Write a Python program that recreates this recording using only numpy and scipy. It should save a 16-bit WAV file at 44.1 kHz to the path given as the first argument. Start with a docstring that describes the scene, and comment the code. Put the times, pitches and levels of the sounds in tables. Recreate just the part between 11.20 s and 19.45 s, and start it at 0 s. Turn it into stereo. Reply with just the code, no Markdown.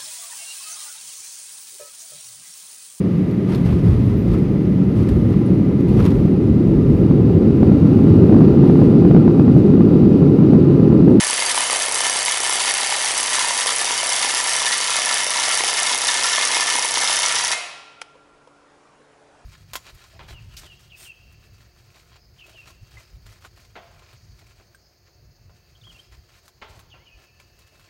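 """First heard, already at full speed: an impact wrench on a bolt in a steel housing, close to a small
stereo microphone in a garage. Each turn brings loose rattle, dull knocks, a rebound, a hush and a bright blow.
Shaped noise bursts drive resonators for the steel; decaying sines make thud, pings, ringing and clicks.
The trigger is let go at 6.3 s, steel and room ring out, a latch clicks, and air and hum go on."""
import sys
import numpy as np
from scipy import signal
from scipy.fft import rfft, irfft, next_fast_len
from scipy.io import wavfile
from scipy.ndimage import uniform_filter1d

SR = 44100
rng = np.random.default_rng(int(sys.argv[2]) if len(sys.argv) > 2 else 0)


def put_to_file(sound):
    """Save the sound as 16-bit audio at rate SR, in the file named by the first command-line argument."""
    columns = np.atleast_2d(sound).T  # one column per channel
    safe = np.clip(columns, -1, 1)
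    whole_steps = np.round(safe * 32767)
    wavfile.write(sys.argv[1], SR, whole_steps.astype(np.int16))


N = 363825
TIME = np.arange(N) / SR  # s
LAST_BLOW_S, STOP_S = 6.314, 6.337  # last blow; the trigger is let go


def amp(db):
    """Amplitude factor of a level in dB."""
    return 10 ** (np.asarray(db) / 20)


def evened(x):
    """Scale to rms 1."""
    return x / np.sqrt(np.mean(x ** 2) + 1e-20)


def read(points, hz):
    """Interpolate a (f/Hz, value) table along log frequency."""
    f, value = np.transpose(points)
    return np.interp(np.log(hz + 1), np.log(f + 1), value)


def colour(x, points):
    """Causal minimum-phase filter whose gain follows a (f/Hz, level/dB) table."""
    gain = np.log(amp(read(points, abs(np.fft.fftfreq(4096, 1 / SR)))))
    taps = np.fft.ifft(np.exp(gain - 1j * signal.hilbert(gain).imag)).real[:2048]
    return signal.oaconvolve(x, taps)[:len(x)]


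def resonate(x, hz, width):
    """One mode as a two-pole resonance, gain 1 at its centre."""
    return signal.lfilter(*signal.iirpeak(hz, hz / width, SR), x)


def wander(step):
    """Slow chance of rms 1: a new value every step seconds, joined by lines."""
    knots = np.arange(0, N / SR + 2 * step, step)
    return evened(np.interp(TIME, knots, rng.standard_normal(len(knots))))


def per_turn(turns, spread_db):
    """A random gain that is drawn anew for every turn."""
    gains = amp(spread_db * rng.standard_normal(int(turns.max()) + 1))
    return gains[turns.astype(int)]


def chatter(sharp_db):
    """Dense steel-on-steel contacts: noise with a few strong samples."""
    strength_db = sharp_db * np.minimum(rng.exponential(1, N), 5)
    return evened(rng.standard_normal(N) * amp(strength_db))


def strokes(rows, turns, spread_db, sharp_db):
    """Bursts of contacts that start at once and die away, at fixed places in each turn."""
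    out = np.zeros(N)
    for place, db, decay_s in rows:
        count = np.floor(turns + 1 - place)
        starts = np.diff(count, prepend=count[0]) > 0
        start = starts * per_turn(count, spread_db)
        out += amp(db) * signal.lfilter([1], [1, -np.exp(-1 / (decay_s * SR))], start)
    return out * chatter(sharp_db)


# hammer speed: sags as the bolt tightens, the last full turn drags, then the hammer slips free
# columns: t/s, speed/turns per s
HAMMER_SPEED = [(0, 32.463), (1.25, 32.738), (3.0, 32.359), (3.75, 32.405), (6.279, 32.04), (6.281, 26.6),
                (6.315, 26.6), (6.317, 41)]
FIRST_TURN = .498  # part of a turn already done at the start


def hammer_turns():
    """Turns completed so far, the running sum of the speed."""
    return FIRST_TURN + np.cumsum(np.interp(TIME, *np.transpose(HAMMER_SPEED))) / SR


# strength of each turn of the hammer against the usual turn, one row per turn; CONTRAST widens every level
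# columns: blow level/dB, rattle level/dB, rebound snap level/dB, rebound weight level/dB
TURN_LEVELS = [(0.0, 3, 1, -0.5), (-3, 1.5, 3, 1), (4.5, 0, 4, -3), (4, 1, 3.5, 2.5), (3.5, 0, 1.5, 6),
               (-2.5, 1, -2.5, -6.5), (-4, 2, -5, 4), (3.5, 1.5, -3, 5.5), (-6.5, 0.5, -1, -1.5),
               (4, 2, -8.5, 0.5), (-7, 4, -2.5, -6), (1.5, -4.5, 3, 3), (3, 2, -5, 7.5), (5, 0.5, 5, 2.5),
               (-7, 2.5, 0.5, -2), (-1, 0.5, -4, 2.5), (-1.5, -2, -1, 5.5), (-2, 2.5, 4.5, 5),
               (-5.5, 2, 2.5, 4), (0.5, -1.5, -1, -6), (-2, 1, 0.5, 0), (-6.5, 1.5, -7, -1),
               (1.5, -2, 2.5, 5.5), (-1, -4, 3, 0.5), (4.5, -0.5, 6, 1), (2.5, 1.5, -1, 0.5),
               (-0.5, 1, 3.5, 4), (-1.5, -0.5, -2, 0.5), (1.5, 4, 1, 3), (4.5, 0, 11.5, 3.5),
               (-1, -0.5, -1, -1), (-6, 1, -5, 6.5), (0, 1, 3, 2.5), (-0.5, 2, -1.5, 0.5),
               (0.5, -3, 4.5, -10.5), (1.5, 3, -3, 3.5), (-0.5, 1.5, 4, -6.5), (0.5, 1, 1, -1.5),
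               (-2, 0.5, 0.5, 1), (0.5, -3.5, 6.5, 4), (0, -1, 5, 2.5), (2, 2, 2, -1), (0, -0.5, 5, 4),
               (1.5, 1, 0.5, 3), (4.5, 2, 3.5, 1.5), (-1.5, 0.5, -4, 1.5), (-5.5, 3.5, 2, -3),
               (-4.5, 0.5, -3, 1.5), (-2, 3, -1, 3.5), (-2, 4.5, 1.5, -1.5), (-0.5, -5.5, 6, 1.5),
               (0.5, 1.5, 1, -2.5), (1, 0, -2.5, 2.5), (4, 0.5, 2, 5.5), (-1, 0.5, -3.5, 0),
               (1.5, -0.5, -3.5, 1), (-2, 2.5, -2.5, 4.5), (-2, 1.5, -7, -7), (-0.5, 0, -5, -0.5),
               (-4, 1.5, -2, -2), (-0.5, 0, 2.5, -0.5), (3.5, 3, 0.5, -5.5), (-1, 1.5, 0.5, 3),
               (2, -2, -2.5, 1), (-4.5, 1.5, -5, 0.5), (5.5, 1.5, 1, 1.5), (3.5, 0, 7.5, 0.5),
               (-1, -0.5, 4, 1.5), (-6.5, 1, -1, -11.5), (-1, 1, -3.5, 2), (-3.5, 4.5, 1.5, -3.5),
               (1, 1, -3.5, 2), (-5.5, 4.5, -3, 1.5), (-3, 2, -1, 2), (-0.5, -0.5, -2, 1.5),
               (2.5, 1, -2, 3), (-1.5, -0.5, 2, -0.5), (0, 0.5, -1, -1.5), (3, 3.5, 2, -0.5),
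               (-1, 2.5, 1, -6.5), (-3, -4.5, 5.5, 3), (0, 3.5, -3, -1), (-5, 2, -11, -4.5),
               (-1, -1.5, -2, -8), (3.5, -1.5, 5, -3), (0.5, 1.5, 3, 3.5), (-1.5, -2.5, 5.5, 1),
               (1.5, 1.5, -1.5, -0.5), (-8, 2.5, -10, 3.5), (5, 1, -4.5, -7.5), (1.5, -1, -3.5, -4.5),
               (3, 1.5, -3.5, 1.5), (-4.5, -1, 2.5, 4.5), (-3.5, 1, -8, 2), (1, -1, 7, 2), (3, 2, 0, 0),
               (2, 1, -1.5, -2), (3, 2, -2, -3), (-0.5, 0.5, 2.5, -1), (4.5, 4, -2, 2), (-7.5, 2, -4, 1),
               (-4.5, 3, 0, -5.5), (-1, -1, 0, 2.5), (4.5, 2.5, -7, 0), (0.5, 2, 4.5, -2),
               (2, -1.5, -9, -5), (0.5, 1, -7, -2), (1, 2.5, 5.5, 0.5), (-1.5, 1.5, -2.5, -1.5),
               (4, 1.5, -1.5, -3), (6, 1, 2.5, -3.5), (0.5, 1.5, -4, 0), (1.5, -1, -3.5, 0.5),
               (-1.5, 4, 1, -4.5), (1, 0.5, -2.5, 1), (-3, 4.5, 6, -8), (-3.5, 0, -1.5, -5),
               (-1, -0.5, 2.5, 1.5), (3.5, 0.5, -4.5, -5), (-3.5, 1.5, -10, -9.5), (-3, 0, -6, 2.5),
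               (2.5, 3, -3, -8), (1, 1.5, 0, 0), (6, 3.5, 0, 4), (-2.5, 0.5, 2.5, 3), (-5, -0.5, 5, -0.5),
               (4.5, 2, -2, 0.5), (-5.5, 2.5, 2.5, 3.5), (-2.5, 2.5, 9.5, 0), (-4.5, 1.5, -2.5, -3.5),
               (2.5, 2.5, -2, -0.5), (-2, -1.5, 0.5, -5), (4.5, -4.5, 4, 1.5), (1, -3, -0.5, -2.5),
               (3.5, 0.5, -8.5, -9.5), (-1, 1.5, -7, 2.5), (-4, 2, -1.5, 1.5), (1.5, 0.5, 0, -1.5),
               (-5, 4, -7, -6.5), (0, 1, 0.5, 1), (4.5, 2, 2, -3), (-4, 2.5, 6, -4.5), (1.5, 0.5, 4, 2.5),
               (2, 2, -3, 5.5), (-1.5, -4, 2.5, 3.5), (0, 2, 3, -8), (-5, 4.0, 0.5, -7.5), (0, -1, -3, 4),
               (-1, -1, -7.5, -3), (-6, 4, -2.5, -8), (2, -0.5, 0.5, 1.5), (5, 0.5, -8, -1.5),
               (-4, 3.0, -4.5, -5), (-12, 3.5, 2, 0), (1, 2, 5.5, 1.5), (1.5, -3.5, 2, -1.5),
               (-0.5, -2, -1, 1), (4.5, 1, 1, 0.5), (-1.5, 1, 9, -4), (3.5, 4, -4, -2.5),
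               (-3, 2, 0.5, -3.5), (3, 2, -3, -2.5), (0, 1, 0, 0.5), (-3, -0.5, 2.5, 1),
               (3.5, 3.5, 3, -4.5), (4.5, 3, 1, -4), (1, 2.5, 0, -4.5), (1, 1.5, -2, 2),
               (3.5, 1.5, -3, 3.5), (0, 1, 2.5, 2.5), (-4, 2.5, 0, -7), (8.5, 1, 8.5, -13.5),
               (-0.5, 0.5, -2.5, 0.5), (-3, 3, -3.5, -0.5), (-6, 4, -3, 3), (-2, -0.5, 0.5, 4),
               (2, 3.5, -3, -2.5), (0, -2.5, 0.5, -1), (-1.5, 3, -4, -10.5), (2, 2, 2.5, 1),
               (-1, 2.5, 6, 4), (1.5, 1, 4, 3.5), (4.5, -1.5, -4.5, -4.5), (3.5, 1.5, 4.5, 2),
               (1.5, -2, -0.5, -8), (-2, -2, 6.5, -5.5), (0, -2, 5.5, 0.5), (-4.5, 1.5, -0.5, 6.5),
               (2, 1, 1, -1), (-3.5, 4, 1.5, 1.5), (1, 1, -3, -2.5), (-9, 3.5, -6.5, 3),
               (-0.5, 2.5, 5.5, -3.5), (1.5, 1.5, 2.0, -3.5), (6.5, 1, 2.5, -3.5), (-0.5, 0.5, 4, -4),
               (-1.5, 4, -5, -1), (7.5, 1.5, 3.5, -2), (-5, 1.5, 2, -8), (1.5, 0.5, -3, -2.5),
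               (3.5, 2.5, -0.5, -12.5), (1, 1.5, -1, -2.5), (-7.5, -3, 0.5, 1.5), (6, -1.5, 2.5, -4.5),
               (-1, -1.5, -2, -0.5), (0, 2.5, -11, -7.5)]
CONTRAST = 1.17
TURN_START = .96  # place in the turn 0-1: a row takes over in the hush before its blow


def turn_strengths(turns):
    """Gains of blow, rattle, snap and rebound weight, held through each turn."""
    row = np.minimum(turns + 1 - TURN_START, len(TURN_LEVELS) - 1).astype(int)
    return amp(CONTRAST * np.transpose(TURN_LEVELS))[:, row]


def tightness():
    """How far the bolt is seated: rises from -0.5 at the start to 0.5 at the stop."""
    return np.minimum(TIME / STOP_S, 1) - .5


# spectrum of the loose steel; columns: f/Hz, level/dB
RATTLE_SPECTRUM = [(24, -46), (40, 1.5), (130, -17.5), (202, -19.5), (461, -8.5), (978, -6.5), (1460, -6.5),
                   (1800, -1.5), (4200, -6), (5830, -6), (7040, -5.5), (10300, -11), (11000, -4.5),
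                   (14300, -46), (22000, -120)]


def rattle(shaken):
    """Loose steel: unbroken chatter that comes in clumps."""
    clumps = amp(2.0 * evened(uniform_filter1d(rng.standard_normal(N), 90)))
    return shaken * evened(colour(chatter(2.3) * clumps, RATTLE_SPECTRUM))


# knocks in mid-turn; columns: place in the turn/0-1, level/dB, decay time constant/s
KNOCK_STROKES = [(.37, -2.5, 0.0022), (.525, -1, 0.0013), (.6, -3.5, 0.0017)]
# spectrum of the knocks; columns: f/Hz, level/dB
KNOCK_SPECTRUM = [(300, -18.5), (900, -11), (2000, -12.5), (4000, -17.5), (12000, -46)]


def knock(turns, shaken):
    """Dull bursts of contacts between blow and rebound."""
    bursts = strokes(KNOCK_STROKES, turns, 1.3, 2.34)
    return amp(-9.0) * shaken * evened(colour(bursts, KNOCK_SPECTRUM))


TREBLE_SHARE = .5  # the hiss of a contact follows its force by half the dB
# bright edge of the rebound; columns: place in the turn/0-1, level/dB, decay time constant/s
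SNAP_STROKES = [(.70, -3, 0.0025), (.76, -12.5, 0.0014)]
# spectrum of the snap; columns: f/Hz, level/dB
SNAP_SPECTRUM = [(500, -31.5), (3500, -17), (5800, 2.5), (6500, -7), (7300, -3.5), (10000, 0.5), (12000, 2)]


def snap(turns, snappy):
    """Bright contact noise at the rebound."""
    bursts = strokes(SNAP_STROKES, turns, 0.99, 1.5)
    return amp(-2.5) * snappy ** TREBLE_SHARE * evened(colour(bursts, SNAP_SPECTRUM))


# dull part of the rebound; columns: place in the turn/0-1, level/dB, decay time constant/s
REBOUND_STROKES = [(.72, 6.5, 0.0034), (.77, 1.5, 0.0015)]
# spectrum of the rebound; columns: f/Hz, level/dB
REBOUND_SPECTRUM = [(200, -4.5), (800, 8.5), (1500, -3.5), (2300, 3), (3200, -3), (12000, -23)]


def rebound(turns, heavy):
    """The hammer bounces back: duller bursts of contacts."""
    bursts = strokes(REBOUND_STROKES, turns, 1.0, 1.84)
    return amp(-6.0) * heavy * evened(colour(bursts, REBOUND_SPECTRUM))


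# hammer on anvil; columns: place in the turn/0-1, level/dB, decay time constant/s
BLOW_STROKES = [(.975, 0, .0007), (.02, -4, .001), (.15, -13, .002)]
# spectrum of the blow; columns: f/Hz, level/dB
BLOW_SPECTRUM = [(200, -31), (900, -21.5), (3300, -16), (4800, 3), (5800, -5), (6500, -8.5), (7300, 2),
                 (10200, 3), (12000, 7)]


def blow(turns, hard):
    """The hammer strikes around each whole turn: very short bright bursts."""
    bursts = strokes(BLOW_STROKES, turns, 1.0, 0.69)
    return amp(2.0) * hard ** TREBLE_SHARE * evened(colour(bursts, BLOW_SPECTRUM))


# contacts just after the blow; columns: place in the turn/0-1, level/dB, decay time constant/s
SHUDDER_STROKES = [(.03, .5, 0.0018), (.13, -2, 0.0038), (.24, -1.5, .003)]
# spectrum of the shudder; columns: f/Hz, level/dB
SHUDDER_SPECTRUM = [(500, -37), (2200, -7.5), (3000, -0.5), (4400, 0), (5500, -3.5), (12000, -14)]
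SHUDDER_GAIN_DB = 5  # growth from start to stop as the bolt seats


def shudder(turns, shaken):
    """The steel shudders after the blow: longer bursts that grow as the bolt seats."""
    bursts = strokes(SHUDDER_STROKES, turns, 2.8, 1.2)
    level = amp(-6.5 + SHUDDER_GAIN_DB * tightness())
    return level * shaken * evened(colour(bursts, SHUDDER_SPECTRUM))


# modes of socket, bolt and housing; columns: f/Hz, width/Hz, level/dB
STEEL_MODES = [(965, 40, -2.5), (1007, 28, -1.5), (1165, 40, -4.5), (1345, 50, -4), (1772, 32, 1.5),
               (1929, 32, -3), (2119, 28, 1), (2185, 30, -5), (2510, 30, -6), (2548, 30, -5),
               (2720, 90, -7), (2975, 35, -4), (3035, 26, -1), (3350, 120, -8), (3660, 32, -1),
               (3940, 57, -7), (4600, 40, -5), (4645, 40, -2), (4854, 40, -6), (5005, 40, -6),
               (5262, 39, -3), (5420, 40, -6), (5820, 90, -6), (6045, 54, -5), (6320, 40, 0),
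               (6648, 35, -6), (7410, 42, -8), (8283, 50, -6), (9400, 150, -8), (10200, 560, -5)]
# shift in mode strength as the bolt tightens; columns: f/Hz, level gained from start to stop/dB
TIGHTENING_GAIN = [(700, -0.5), (985, 5), (1340, 6.5), (1770, 2.5), (3000, -1.5), (3660, 10.5),
                   (4640, -4.5), (5260, 11), (6320, -2.5), (8280, -25), (10200, -10)]


def steel_modes(drive):
    """The contacts excite resonances; the creeping socket makes each swell and fade over a few turns."""
    flat = evened(colour(drive, [(200, 5.5), (1000, 3.82), (12000, 2.6)]))
    tight, out = tightness(), 0
    for hz, width, db in STEEL_MODES:
        swell = amp(1.7 * wander(.09))
        ends = amp(read(TIGHTENING_GAIN, hz) * np.array([-.5, .5]))
        tightened = np.interp(tight, [-.5, .5], ends)
        out = out + amp(db) * resonate(flat * swell * tightened, hz, width)
    return evened(out)


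# push of the tool body at the rebound; columns: f/Hz, level/dB, t60/s
BODY_THUD = [(492.5, 15.5, 0.026), (674, 10, 0.03)]


def body_thud(turns, running, heavy):
    """Each rebound pushes the tool body, which answers with two low damped sines."""
    # prepend=1 puts one inverted push on the very first sample
    push = np.diff(np.floor(turns + 1 - .70), prepend=1) * running * heavy
    u = np.arange(3000) / SR
    thud = -sum(amp(db - 60 * u / t60) * np.sin(2 * np.pi * hz * u) for hz, db, t60 in BODY_THUD)
    return amp(-19.0) * evened(signal.oaconvolve(push, thud)[:N])


# tones of the anvil; columns: lowest f/Hz, highest f/Hz, level/dB, t60/s
ANVIL_TONES = [(5530, 5900, -1, .014), (6100, 6350, -4, 0.014), (9080, 10800, -1, 0.0074)]
# one entry for the blow, one for the rebound; place in the turn/0-1
PING_TIMES = (.992, .705)
PING_SHARE = .7  # pings follow the force by this share of its dB
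PING_GAIN_DB = 14  # growth of the blow's force on the pings from start to stop, before PING_SHARE


def pings(turns, hard, snappy):
    """The anvil rings briefly at blow and rebound, pitched a little differently at every contact."""
    out, u = np.zeros(N + 800), np.arange(800) / SR
    rise = np.minimum(u / 0.00021, 1)
    forces = (hard * amp(PING_GAIN_DB * tightness()), snappy)
    for place, force in zip(PING_TIMES, forces):
        passed = np.diff(np.floor(turns + 1 - place))
        at = np.flatnonzero(passed * (np.arange(N - 1) < STOP_S * SR))
        for i, draw in zip(at, rng.random((len(at), len(ANVIL_TONES), 2))):
            for (low_hz, high_hz, db, t60), (pitch, luck) in zip(ANVIL_TONES, draw):
                hz = low_hz + (high_hz - low_hz) * pitch
                tone = amp(db - 60 * u / t60) * np.sin(2 * np.pi * hz * u) * rise
                out[i:i + len(u)] += force[i] ** PING_SHARE * (.5 + luck / 2) * tone
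    return evened(out[:N])


# little bass leaves small steel parts; columns: f/Hz, level/dB
SMALL_STEEL = [(30, -27), (100, -22), (250, -4.5), (500, -2.5), (12000, 0)]
USUAL_FORCE_DB = -22


def wrench():
    """All contacts excite the steel; returns the sound close by and the sound sent to the walls."""
    turns = hammer_turns()
    running = np.exp(-np.maximum(TIME - STOP_S, 0) / 0.0052)
    hard, shaken, snappy, heavy = turn_strengths(turns)
    drive = rattle(shaken) + knock(turns, shaken) + snap(turns, snappy)
    drive = drive + rebound(turns, heavy) + blow(turns, hard) + shudder(turns, shaken)
    drive = drive * running
    tones = body_thud(turns, running, heavy) + amp(-9.5) * pings(turns, hard, snappy)
    broad = amp(USUAL_FORCE_DB) * colour(evened(drive), SMALL_STEEL)
    ringing = amp(USUAL_FORCE_DB - 3.5) * colour(steel_modes(drive), SMALL_STEEL)
    near = amp(USUAL_FORCE_DB) * colour(tones, SMALL_STEEL)
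    # modes, pings and thud are strong close by and reach the walls more weakly
    return broad + ringing + near, broad + amp(-19.0) * ringing + amp(-8.0) * near


# balance of the two microphone ports; columns: f/Hz, left-right level/dB
PORT_BALANCE = [(60, -2.5), (110, 1), (190, -2), (350, -2.5), (630, -10), (1130, -6.5), (2020, -3),
                (3640, -2), (6540, -0.5), (11800, -2)]
# phase lead of the left port over the right; columns: f/Hz, phase/rad
PORT_LEAD = [(40, 0), (130, -.9), (340, -2.0), (600, -2.1), (1030, -.9), (2150, -.6), (2580, -2.0),
             (2930, -.7), (3960, -.35), (12000, -.3)]


def ports(x):
    """The arm and the housing shade the two ports differently: balance and phase lead by frequency."""
    size = next_fast_len(N + 4096)
    hz = np.fft.rfftfreq(size, 1 / SR)
    half = amp(read(PORT_BALANCE, hz) / 2) * np.exp(1j * read(PORT_LEAD, hz) / 2)
    return irfft(rfft(x, size) * np.array([half, 1 / half]), size)[:, :N]


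# left-right likeness of room and air at the close ports; columns: f/Hz, correlation/-1 to 1
PORT_LIKENESS = [(30, 1), (60, 0.85), (170, -0.57), (500, -0.65), (1420, 0.13), (4090, -0.16),
                 (11800, 0.44)]


def alike(left, other, hz):
    """Mix two independent spectra into a left-right pair of the given likeness."""
    same = np.clip(read(PORT_LIKENESS, hz), -1, 1)[:, None]
    return np.array([left, same * left + np.sqrt(1 - same ** 2) * other])


# decay of the garage; columns: f/Hz, t60/s
GARAGE_DECAY = [(150, 0.38), (400, 0.78), (1040, 1.19), (1700, 0.88), (2760, 1.15), (7280, 0.62),
                (11000, 0.49)]


def garage(x, first=500):
    """Echoes from the walls: taps of random sign, each band dying at its own speed."""
    taps = np.zeros((2, 2 * SR))
    grid = np.arange(round(first), 2 * SR - 20, 20)
    at = grid + rng.integers(0, 20, (2, len(grid)))
    np.put_along_axis(taps, at, rng.choice([-1., 1.], at.shape), 1)
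    hz, t, z = signal.stft(taps, SR, nperseg=256)
    decay = amp(-60 * t / read(GARAGE_DECAY, hz)[:, None])
    tail = signal.istft(alike(z[0], z[1], hz) * decay, SR, nperseg=256)[1]
    lead = SR  # one second of hammering has already filled the room at the start
    before = np.concatenate([x[:, :lead], x], axis=1)
    return signal.fftconvolve(before, tail / np.linalg.norm(tail[0]), axes=1)[:, lead:lead + N]


# instant of hush before each blow; columns: place in the turn/0-1, level/dB
HUSH_GAIN = [(0, 0), (.45, 0), (.66, -1.5), (.71, 0), (.885, 0), (.92, -6.5), (.95, -9), (.97, -6.5),
             (.99, -1), (1, 0)]


def hush():
    """Gain on wrench and room that follows the place in the turn up to the last blow."""
    level_db = np.interp(hammer_turns() % 1, *np.transpose(HUSH_GAIN))
    return amp(level_db * (TIME < LAST_BLOW_S))


# long ringing parts; columns: f/Hz, driven level/dB, level gained at the last blow/dB, t60/s
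LONG_RING = [(1371, -47.5, 2, 2.7), (1380.3, -47.5, 2, 2.7), (2119, -46, 21, .42), (2546, -46, 13, 1.0),
             (2290, -50, 8, .9), (2459, -50, 15, .7), (1165, -48, 9, .6), (1009, -50, 7, .6),
             (2830, -54, 11, .7), (3020, -44, 2, .6), (3165, -54, 10, .7), (3660, -48, 0, .4)]


def ring():
    """Long modes waver while driven and die away freely after the stop; the close pair beats."""
    out = 0
    for hz, db, last_db, t60 in LONG_RING:
        waver = wander(.04) * np.clip((STOP_S - TIME) / 0.06, 0, 1)
        gained_db = last_db * np.clip((TIME - LAST_BLOW_S) / .01, 0, 1)
        decay_db = 60 * np.maximum(TIME - STOP_S, 0) / t60
        level_db = db + gained_db + 0.89 * waver - decay_db
        # all modes are in phase at 6.802 s
        out = out + amp(level_db) * np.sin(2 * np.pi * hz * (TIME - 6.802) + .9 * waver)
    return out


# the frame shakes in step; columns: multiple of the hammer rate, level at the start/dB, level at the stop/dB
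FRAME_SHAKE = [(1, -68, -72), (2, -60, -66), (3, -70, -70), (4, -57, -57), (5, -61, -60), (6, -65, -63),
               (8, -53, -54), (11, -51.5, -53), (14, -52, -53)]


def shake():
    """Low multiples of the hammer rate, each wavering on its own."""
    out, turns = 0, hammer_turns()
    for k, start_db, stop_db in FRAME_SHAKE:
        waver = wander(.08)
        level_db = np.interp(TIME, [0, STOP_S], [start_db, stop_db]) + 2.2 * waver
        phase = 2 * np.pi * (k * turns + rng.random()) + .5 * waver
        out = out + amp(level_db) * np.sin(phase)
    return out * np.exp(-np.maximum(TIME - STOP_S, 0) / .03)


# spectrum of the distant wash; columns: f/Hz, level/dB per Hz (relative)
AIR_SPECTRUM = [(15, -44), (25, -15), (141, -10), (235, -7), (444, -7.5), (531, -5), (1360, -10.5),
                (2050, -16.5), (7320, -27), (11000, -34.5), (14300, -67.5), (22000, -120)]
# balance of the wash; columns: f/Hz, left-right level/dB
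WASH_BALANCE = [(60, 0.5), (170, -4.5), (500, -11.5), (1420, -5.5), (4090, 0), (11800, 0)]
# level of the wash; columns: t/s, level/dB
WASH_LEVEL = [(6.95, -53), (7.064, -53), (7.698, -51.5), (8.068, -51.5), (8.25, -50.5)]


def air():
    """Distant wash: shaped noise with patches of level that drift in time and frequency."""
    frames, hz = N // 256 + 5, np.fft.rfftfreq(1024, 1 / SR)
    a, b, c, d, patches = rng.standard_normal((frames, 513, 5)).T
    patches = evened(uniform_filter1d(uniform_filter1d(patches, 5, axis=0), 16, axis=1))
    z = alike(a + 1j * b, c + 1j * d, hz)
    side_db = read(WASH_BALANCE, hz)[:, None] / 2
    z *= amp(read(AIR_SPECTRUM, hz)[:, None] + 1.8 * patches + np.array([side_db, -side_db]))
    wash = evened(signal.istft(z, nperseg=1024, noverlap=768)[1][:, :N])
    return amp(np.interp(TIME, *np.transpose(WASH_LEVEL))) * wash


# a machine runs somewhere; columns: f/Hz, level/dB before the common 4 dB lift
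MACHINE_HUM = [(145.3, -71), (290.7, -64.5), (360.7, -70), (436.0, -64.5), (576.0, -70), (726.7, -82.5)]


def hum():
    """Steady sines whose levels waver independently."""
    out = 0
    for hz, db in MACHINE_HUM:
        level = amp(db + 4.0 + 1.8 * wander(.12))
        out = out + level * np.sin(2 * np.pi * (hz * TIME + rng.random()))
    return out


# latch and small contacts; the level applies to tones and crack before the rise and bass cut
# columns: t/s, level/dB, f/Hz, second f/Hz, t60/s, crack level/dB, left-right level/dB
LATCH_CLICKS = [(6.8148, -27, 7700, 9700, .008, -8, -3.5), (6.8167, -17.5, 3250, 1390, .010, -14, -5),
                (6.8165, -19, 2350, 800, .010, -14, -5), (6.8172, -19, 1300, 1900, .011, -14, -5),
                (6.8164, -24.5, 5150, 5700, .007, -14, -5), (6.8186, -31, 9100, 6400, .012, -14, -4),
                (6.8198, -35, 880, 480, .04, -2, -5), (6.9475, -43, 500, 900, .035, -24, -7.5),
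                (6.954, -38.5, 525, 980, .045, -24, -7.5), (7.2725, -37, 503, 960, .04, -18, -7)]
# spectrum of the crack; columns: f/Hz, level/dB
CRACK_SPECTRUM = [(300, -36), (600, -5), (2500, -1), (3300, 2), (4000, -7), (5200, 0), (7000, -9),
                  (12000, -14)]
CLICK_RISE_CYCLES = .9  # a low tap swells more slowly than a high tick


def clicks():
    """Each small contact is a noise crack and two tones under one decay."""
    out, u = np.zeros((2, N)), np.arange(5000) / SR
    for s, db, hz, hz2, t60, crack_db, pan_db in LATCH_CLICKS:
        tones = .6 * np.sin(2 * np.pi * hz * u) + .45 * np.sin(2 * np.pi * hz2 * u)
        crack = amp(crack_db) * evened(colour(rng.standard_normal(len(u)), CRACK_SPECTRUM))
        rise = np.minimum(u * hz / CLICK_RISE_CYCLES, 1)
        sound = amp(db - 60 * u / t60) * (tones + crack) * rise
        sound = colour(sound, [(200, -24), (420, 0), (12000, 0)])  # small parts give no bass
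        out[:, round(s * SR):][:, :len(u)] += sound * amp([[pan_db / 2], [-pan_db / 2]])
    return out


def scene():
    """Wrench and room under the hush, then ringing, shaking, air, hum and clicks."""
    close, to_walls = wrench()
    small = clicks()
    room = garage(amp(-2.0) * ports(to_walls) + amp(-18.5) * small)
    hammering = (ports(close) + room) * hush()
    return hammering + ports(ring() + shake() + hum()) + air() + small


BAND_HZ, EDGE_HZ = 10990, 12360  # converter band, final band limit


def low_pass(x, hz):
    """Steep linear-phase low-pass."""
    taps = signal.firwin(1501, hz, window=("kaiser", 10), fs=SR)
    return signal.oaconvolve(x, taps[None], "same")


def record(dry):
    """A preamp rounds tall peaks, a converter narrows the band, a stage clips, then the band limit."""
    rounded = .8 * np.tanh(dry / .8)
    clipped = np.clip(low_pass(rounded, BAND_HZ), -.56, .56)
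    return low_pass(clipped, EDGE_HZ)


dry = scene()
out = record(dry)
put_to_file(out)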